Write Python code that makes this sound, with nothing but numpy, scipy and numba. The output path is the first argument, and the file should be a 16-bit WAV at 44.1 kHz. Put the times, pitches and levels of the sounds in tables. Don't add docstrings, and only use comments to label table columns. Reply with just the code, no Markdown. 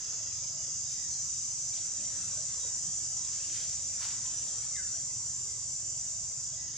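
import sys
import numpy as np
from scipy import signal
from scipy.fft import rfft, irfft, next_fast_len
from scipy.io import wavfile
from scipy.ndimage import uniform_filter1d
from numba import njit

SR = 44100
rng = np.random.default_rng(int(sys.argv[2]) if len(sys.argv) > 2 else 0)


def to_wav(sig):
    pcm = np.clip(np.atleast_2d(sig), -1, 1) * 32767
    pcm = np.round(pcm).astype(np.int16)
    wavfile.write(sys.argv[1], SR, pcm.T)


def decibels_to_gain(level_db):
    exponent = np.asarray(level_db, float) / 20
    return 10 ** exponent


N = 298557
TIME = np.arange(N) / SR
SIZE = next_fast_len(N + SR)
FREQ = np.maximum(np.arange(SIZE // 2 + 1) * SR / SIZE, 1)

# f/Hz, level/dB [dB per Hz]
AIR_SPECTRUM = [(13, -72), (22, -45), (49, -7.5), (119, -1.5), (258, -19), (308, -18.5), (501, -20.5),
                (654, -16), (747, -23.5), (1040, -20), (1660, -23), (1940, -21), (2210, -23), (2580, -22),
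                (4400, -18), (5720, -50), (9680, -120)]
# f/Hz, level/dB [dB per Hz]
HISS_SPECTRUM = [(8600, -11), (9300, -2.5), (10000, -3), (11000, -3.5), (13000, -9), (16600, -15)]
# t/s, level/dB
GUSTS = [(0, -59.5), (.66, -62.5), (1.1, -64), (2.13, -59), (2.9, -61.5), (3.8, -61.5), (4.45, -59),
         (4.9, -62.5), (5.5, -63.5), (6.45, -64.5), (6.77, -61.5)]
# t/s, f/Hz, level/dB
ENGINE_FIRING = [
    (0, 24.34, -10),
    (.6, 23.71, 0),
    (1.3, 23, -4),
    (2.2, 23, -2),
    (3, 22.41, 1),
    (4, 22.42, -2),
    (5, 22.5, 0.5),
    (6, 22.19, 1.5),
    (6.77, 21.52, 2.5),
]
# multiple of the firing rate [1], level/dB
EXHAUST_ORDERS = [(2, -26), (3, -3.5), (4, -5), (5, -2.5), (6, -2.5), (7, -7.5), (8, -15.5), (9, -15)]
# t/s, length/s, start f/Hz, end f/Hz, level/dB
BIRD_GLIDES = [(1.08, .098, 4750, 4100, -54), (1.17, .06, 4200, 4050, -59), (1.1, 0.06, 2300, 2314, -66.5),
               (2.59, .09, 3800, 3820, -55), (2.597, .08, 3350, 3330, -64), (3.221, 0.11, 3320, 3420, -63),
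               (3.24, .06, 2500, 2340, -65), (3.399, 0.056, 2580, 2800, -55.5),
               (3.456, .07, 3250, 3206, -59.5), (3.531, 0.113, 3100, 3340, -57),
               (4.599, 0.087, 2170, 2335, -64), (4.614, .05, 1790, 1740, -65), (4.68, .04, 2300, 2160, -64),
               (4.72, .12, 2089, 2040, -54.5), (4.755, .085, 1910, 1430, -53),
               (4.79, .09, 1950, 1622, -58.5), (4.857, .06, 1500, 1370, -65), (4.921, .05, 1360, 1660, -61),
               (4.97, .03, 1850, 1850, -65), (5.078, 0.057, 2042, 2040, -62),
               (6.547, 0.17, 1957, 1950, -70), (6.733, .05, 2180, 2190, -64)]
# t/s, length/s, f/Hz, level/dB
BIRD_HOOTS = [(0, 0.6, 3390, -68), (.63, .3, 3390, -68), (0.819, .25, 3815, -58.5), (1.26, .16, 3815, -61),
              (1.2, .35, 3400, -72), (1.199, .3, 1080, -70), (1.72, .17, 324, -66),
              (2.15, 0.32, 169.4, -59.5), (2.95, .2, 1714, -71), (2.857, 0.047, 168, -48),
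              (3.001, 0.46, 643.6, -68.5), (3.951, .5, 640, -73), (5.401, .157, 385.3, -67),
              (5.804, 0.37, 644, -69.5), (6.102, .62, 1056, -72)]
# t/s, peak level/dB, ring f/Hz, ring time/s
TWIG_TICKS = [(.321, -48, 2600, .02), (.677, -53, 497, .022), (1.737, -41, 4000, .015),
              (1.777, -43, 3750, .04), (1.785, -41, 4300, .04), (2.33, -53, 1206, .03),
              (2.648, -45, 440, .028), (2.652, -46, 3800, .02), (3.498, -42, 3500, .015),
              (3.871, -55, 300, .03), (4.008, -62, 10530, .01), (4.261, -44, 3210, 0.022),
              (4.483, -44, 3700, .015), (4.762, -42.5, 3670, .04), (5.4505, -60, 12500, .0062)]
# loudest t/s, length/s, level/dB, brightness/dB, lowest f/Hz (leaf size)
LEAF_BRUSHES = [
    (.92, 0.14, -61, -16, 2000),
    (1.777, 0.079, -57, -24, 2400),
    (3.36, .28, -61, -27, 1800),
    (3.573, 0.16, -55, -17, 1290),
    (4.045, .095, -49, -17.5, 450),
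    (5.46, .05, -74, -2, 3500),
]
# t/s, far group level/dB, near group level/dB
CHORUS_LEVELS = [(0, -42, -62), (.5, -42.5, -59), (.8, -43.5, -53.5), (1.3, -45.5, -51), (2.1, -47, -49),
                 (4, -46.5, -50), (5, -49, -49.5), (6.2, -48.5, -50.5), (6.47, -47.5, -52),
                 (6.64, -44, -62), (6.77, -46, -65)]
# f/Hz, level/dB [dB per Hz]
FAR_RADIATION = [(3000, -38), (3800, -46), (4720, -15.5), (4920, -6), (5150, -3.5), (5690, -9.5), (6030, 1),
                 (6380, 1), (7260, -4.5), (7680, -7.5), (8100, -32), (8800, -32), (9600, -30.5),
                 (10500, -48)]
# f/Hz, level/dB [dB per Hz]
NEAR_RADIATION = [(3900, -36), (4730, -12.5), (5500, -14), (5750, -2), (6030, -1.5), (6600, -16),
                  (6940, -0.5), (7400, -1), (7800, -4.5), (8600, -10), (8780, -24.5), (9300, -23.5),
                  (9900, -28), (10600, -39)]
# f/Hz, level/dB
STEADY_PARTIALS = [(5190, -57), (5529, -59.5), (5879, -49), (6035, -61.5), (6072, -49.5), (6099, -52.5),
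                   (6250, -53), (6379, -54.5), (6713, -60), (6848, -52), (6928, -49), (7084, -69),
                   (7144, -48.5), (7298, -51.5), (7424, -57), (7515, -75), (7854, -71), (7946, -74),
                   (8000, -60), (8177, -83), (8323, -68), (8479, -71)]


def unit(x):
    return x / np.sqrt(np.mean(x ** 2))


def curves(table):
    s, *columns = np.transpose(table)
    return [np.interp(TIME, s, column) for column in columns]


def colour(points):
    hz, db = np.transpose(points)
    return decibels_to_gain(np.interp(np.log(FREQ), np.log(hz), db, left=-200, right=-200))


def shaped(x, gain):
    return irfft(rfft(x, SIZE) * gain, SIZE)[..., :N]


def walk(rate):
    hold = int(SR / rate)
    levels = np.repeat(rng.standard_normal(N // hold + 1), hold)
    return 1.3 * uniform_filter1d(uniform_filter1d(levels, hold), hold)[:N]


def pair(alike):
    mid, side = rng.standard_normal((2, N))
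    alike = np.clip(alike, 0, 1)
    opposed = side * np.array([[1], [-1]])
    return np.sqrt((1 + alike) / 2) * mid + np.sqrt((1 - alike) / 2) * opposed


@njit
def resonance(x, hz, width):
    y, band, low = np.empty(len(x)), 0., 0.
    for i in range(len(x)):
        g = np.tan(np.pi * hz[i] / SR)
        damping = width / hz[i]
        v = (band + g * (x[i] - low)) / (1 + g * (g + damping))
        band, low = 2 * v - band, low + 2 * g * v
        y[i] = damping * v
    return y


def forest(x, common, t60, lead):
    t = TIME[:SR // 2]
    tail = rng.standard_normal((3, len(t))) * decibels_to_gain(-60 * t / t60)
    paths = rfft(tail / np.sqrt(np.sum(tail[0] ** 2)), SIZE)
    common = np.clip(common, 0, 1)
    delay = np.exp(-1j * np.pi * FREQ / SR * lead * np.array([[-1], [1]]))
    return rfft(x, SIZE) * (np.sqrt(common) * paths[0] * delay + np.sqrt(1 - common) * paths[1:])


def patches(shape, db, seconds, hz, step):
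    field = rng.standard_normal(shape)
    for axis, cells in enumerate((hz / step[0], seconds / step[1])):
        window = np.expand_dims(np.hanning(int(2 * cells) + 3), 1 - axis)
        field = signal.fftconvolve(field, window, "same")
    return decibels_to_gain(db * unit(field))


def breeze():
    leaf_db, = curves(GUSTS)
    low = 1 / (1 + (FREQ / 215) ** 8)
    air = colour(AIR_SPECTRUM)
    rumble = shaped(pair(0.95), air * low ** .5) * decibels_to_gain(1.3 * walk(2.99))
    leaves = shaped(pair(0.77), air * (1 - low) ** .5) * decibels_to_gain(leaf_db - leaf_db.mean())
    hz, s, cells = signal.stft(leaves, SR, nperseg=2048, noverlap=1536)
    step = (hz[1], s[1])
    broad = patches(cells.shape[1:], 1.5, .12, 300, step)
    flecks = patches(cells.shape[1:], 3.6, 0.067, 30, step)
    cells *= broad * flecks
    wind = rumble + signal.istft(cells, SR, nperseg=2048, noverlap=1536)[1][:, :N]
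    hiss = unit(shaped(pair(0.046), colour(HISS_SPECTRUM)))
    return unit(wind) * decibels_to_gain(-55.0) + hiss * decibels_to_gain(-73 + .7 * walk(10))


def engine():
    hz, db = curves(ENGINE_FIRING)
    phase = 2 * np.pi * np.cumsum(hz) / SR
    throb = 0
    for order, order_db in EXHAUST_ORDERS:
        level = decibels_to_gain(order_db + db - 61.0 + 1.8 * walk(2.9))
        throb = throb + level * np.cos(order * phase - 0.1475 * order * order)
    return throb


def birds():
    dry, wet = np.zeros((2, N))
    waver = .015 * walk(70)
    level_calls = [(s, length, hz, hz, db) for s, length, hz, db in BIRD_HOOTS]
    for s, length, hz0, hz1, db in list(BIRD_GLIDES) + level_calls:
        at = slice(max(int(s * SR), 0), int((s + length) * SR))
        u = np.clip((TIME[at] - s) / length, 0, 1)
        glide = hz1 + (hz0 - hz1) * (1 - u) ** 1.8
        roughness = hz1 / 8 + 5.5 * abs(hz1 - hz0)
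        hz = glide + roughness * waver[at]
        swell = np.sin(np.pi * u ** 0.58) ** .5
        note = decibels_to_gain(db) * swell * np.sin(2 * np.pi * np.cumsum(hz) / SR)
        echo = np.clip(.35 * min(hz1 / 1500, 1), 0, 1)
        dry[at] += note * np.sqrt(1 - echo)
        wet[at] += note * np.sqrt(echo)
    echoes = irfft(forest(wet, .75, 0.32, 0), SIZE)[:, :N]
    return dry * decibels_to_gain(3.1 * walk(60)) + echoes * decibels_to_gain(3.5)


def twigs():
    t = TIME[:4000]
    out = np.zeros((2, N + len(t)))
    for s, db, hz, t60 in TWIG_TICKS:
        width_hz = 250 + .3 * hz
        centre = np.full(len(t), 1. * hz)
        burst = rng.standard_normal(len(t)) * decibels_to_gain(-60 * t / t60)
        ring = resonance(resonance(burst, centre, 1. * width_hz), centre, 0.48 * width_hz)
        start = int(s * SR)
        out[:, start:start + len(t)] += ring / np.abs(ring).max() * decibels_to_gain(db)
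    return out[:, :N]


def swish():
    out = np.zeros((2, N))
    grains = pair(.75) * decibels_to_gain(2.5 * rng.exponential(size=N) + 1.5 * walk(150))
    wide = colour([(300, -20), (1000, -2.5), (2500, -3.0), (4000, -2.5), (5200, 5), (8000, -13), (9500, -29)])
    top_gain = colour([(8000, -4.5), (9000, 6.5), (11000, -2), (14000, -18), (16500, -25)])
    top = unit(shaped(grains, top_gain))
    for s, length, db, bright_db, bottom_hz in LEAF_BRUSHES:
        u = (TIME - s) / length
        loss_db = 9 * np.where(u > 0, u, (u / .4) ** 2)
        level = decibels_to_gain(db - loss_db)
        body = unit(shaped(grains, wide / (1 + (bottom_hz / FREQ) ** 4)))
        out += level * body * decibels_to_gain(7.5) + level * decibels_to_gain(bright_db) * top * decibels_to_gain(8.5)
    return out


def group(db, body, rate_hz, jitter, lead, common, count):
    total = 0
    for _ in range(count):
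        mean_period = SR / (rate_hz * rng.uniform(.8, 1.25))
        period = mean_period * (1 + jitter * rng.standard_normal(N // 60))
        at = np.cumsum(period).astype(int)
        strength = decibels_to_gain(2.85 * rng.standard_normal(len(at)))
        clicks = np.bincount(at[at < N], strength[at < N], N)
        song = unit(clicks) * decibels_to_gain(db + 0.57 * walk(1.62))
        total = total + forest(song, common, 0.36, lead * rng.uniform(0.62, 1.38))
    gain = colour(body)
    heard = irfft(total * gain, SIZE) / np.sqrt(count * np.mean(gain ** 2))
    heard[:, :SR // 2] += heard[:, N:N + SR // 2]
    return heard[:, :N]


def steady_singers(near_db):
    lines = 0
    for hz, db in STEADY_PARTIALS:
        ring = shaped(pair(.4), 1 / (1 + ((FREQ - hz) / 9) ** 2))
        lines = lines + unit(ring) * decibels_to_gain(db + 2.4 * walk(1.1))
    return lines * decibels_to_gain(.5 * (near_db - near_db.max()) - 0.5)


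def cicadas():
    far_db, near_db = curves(CHORUS_LEVELS)
    high_hz = 7000 + 30 * TIME
    low_hz = 6010 + 22 * (-53 - near_db)
    far = group(far_db + 5.5, FAR_RADIATION, rate_hz=260, jitter=.06, lead=0.54, common=0.47, count=4)
    near = group(near_db + 9.5, NEAR_RADIATION, rate_hz=300, jitter=.06, lead=1.48, common=0.7, count=4)
    near = np.array([x + 0.92 * resonance(x, high_hz, 300.) + 0.26 * resonance(x, low_hz, 270.0)
                     for x in near])
    return far + near + steady_singers(near_db)


def scene():
    return breeze() + engine() + birds() + twigs() + swish() + cicadas()


def roll_off(x):
    return signal.sosfilt(signal.butter(12, 16516, fs=SR, output="sos"), x)


def record(dry):
    tilt = decibels_to_gain(np.array([[-.35], [.35]]) * np.minimum(FREQ / 3000, 1))
    return roll_off(shaped(dry, tilt))


dry = scene()
out = record(dry)
to_wav(out)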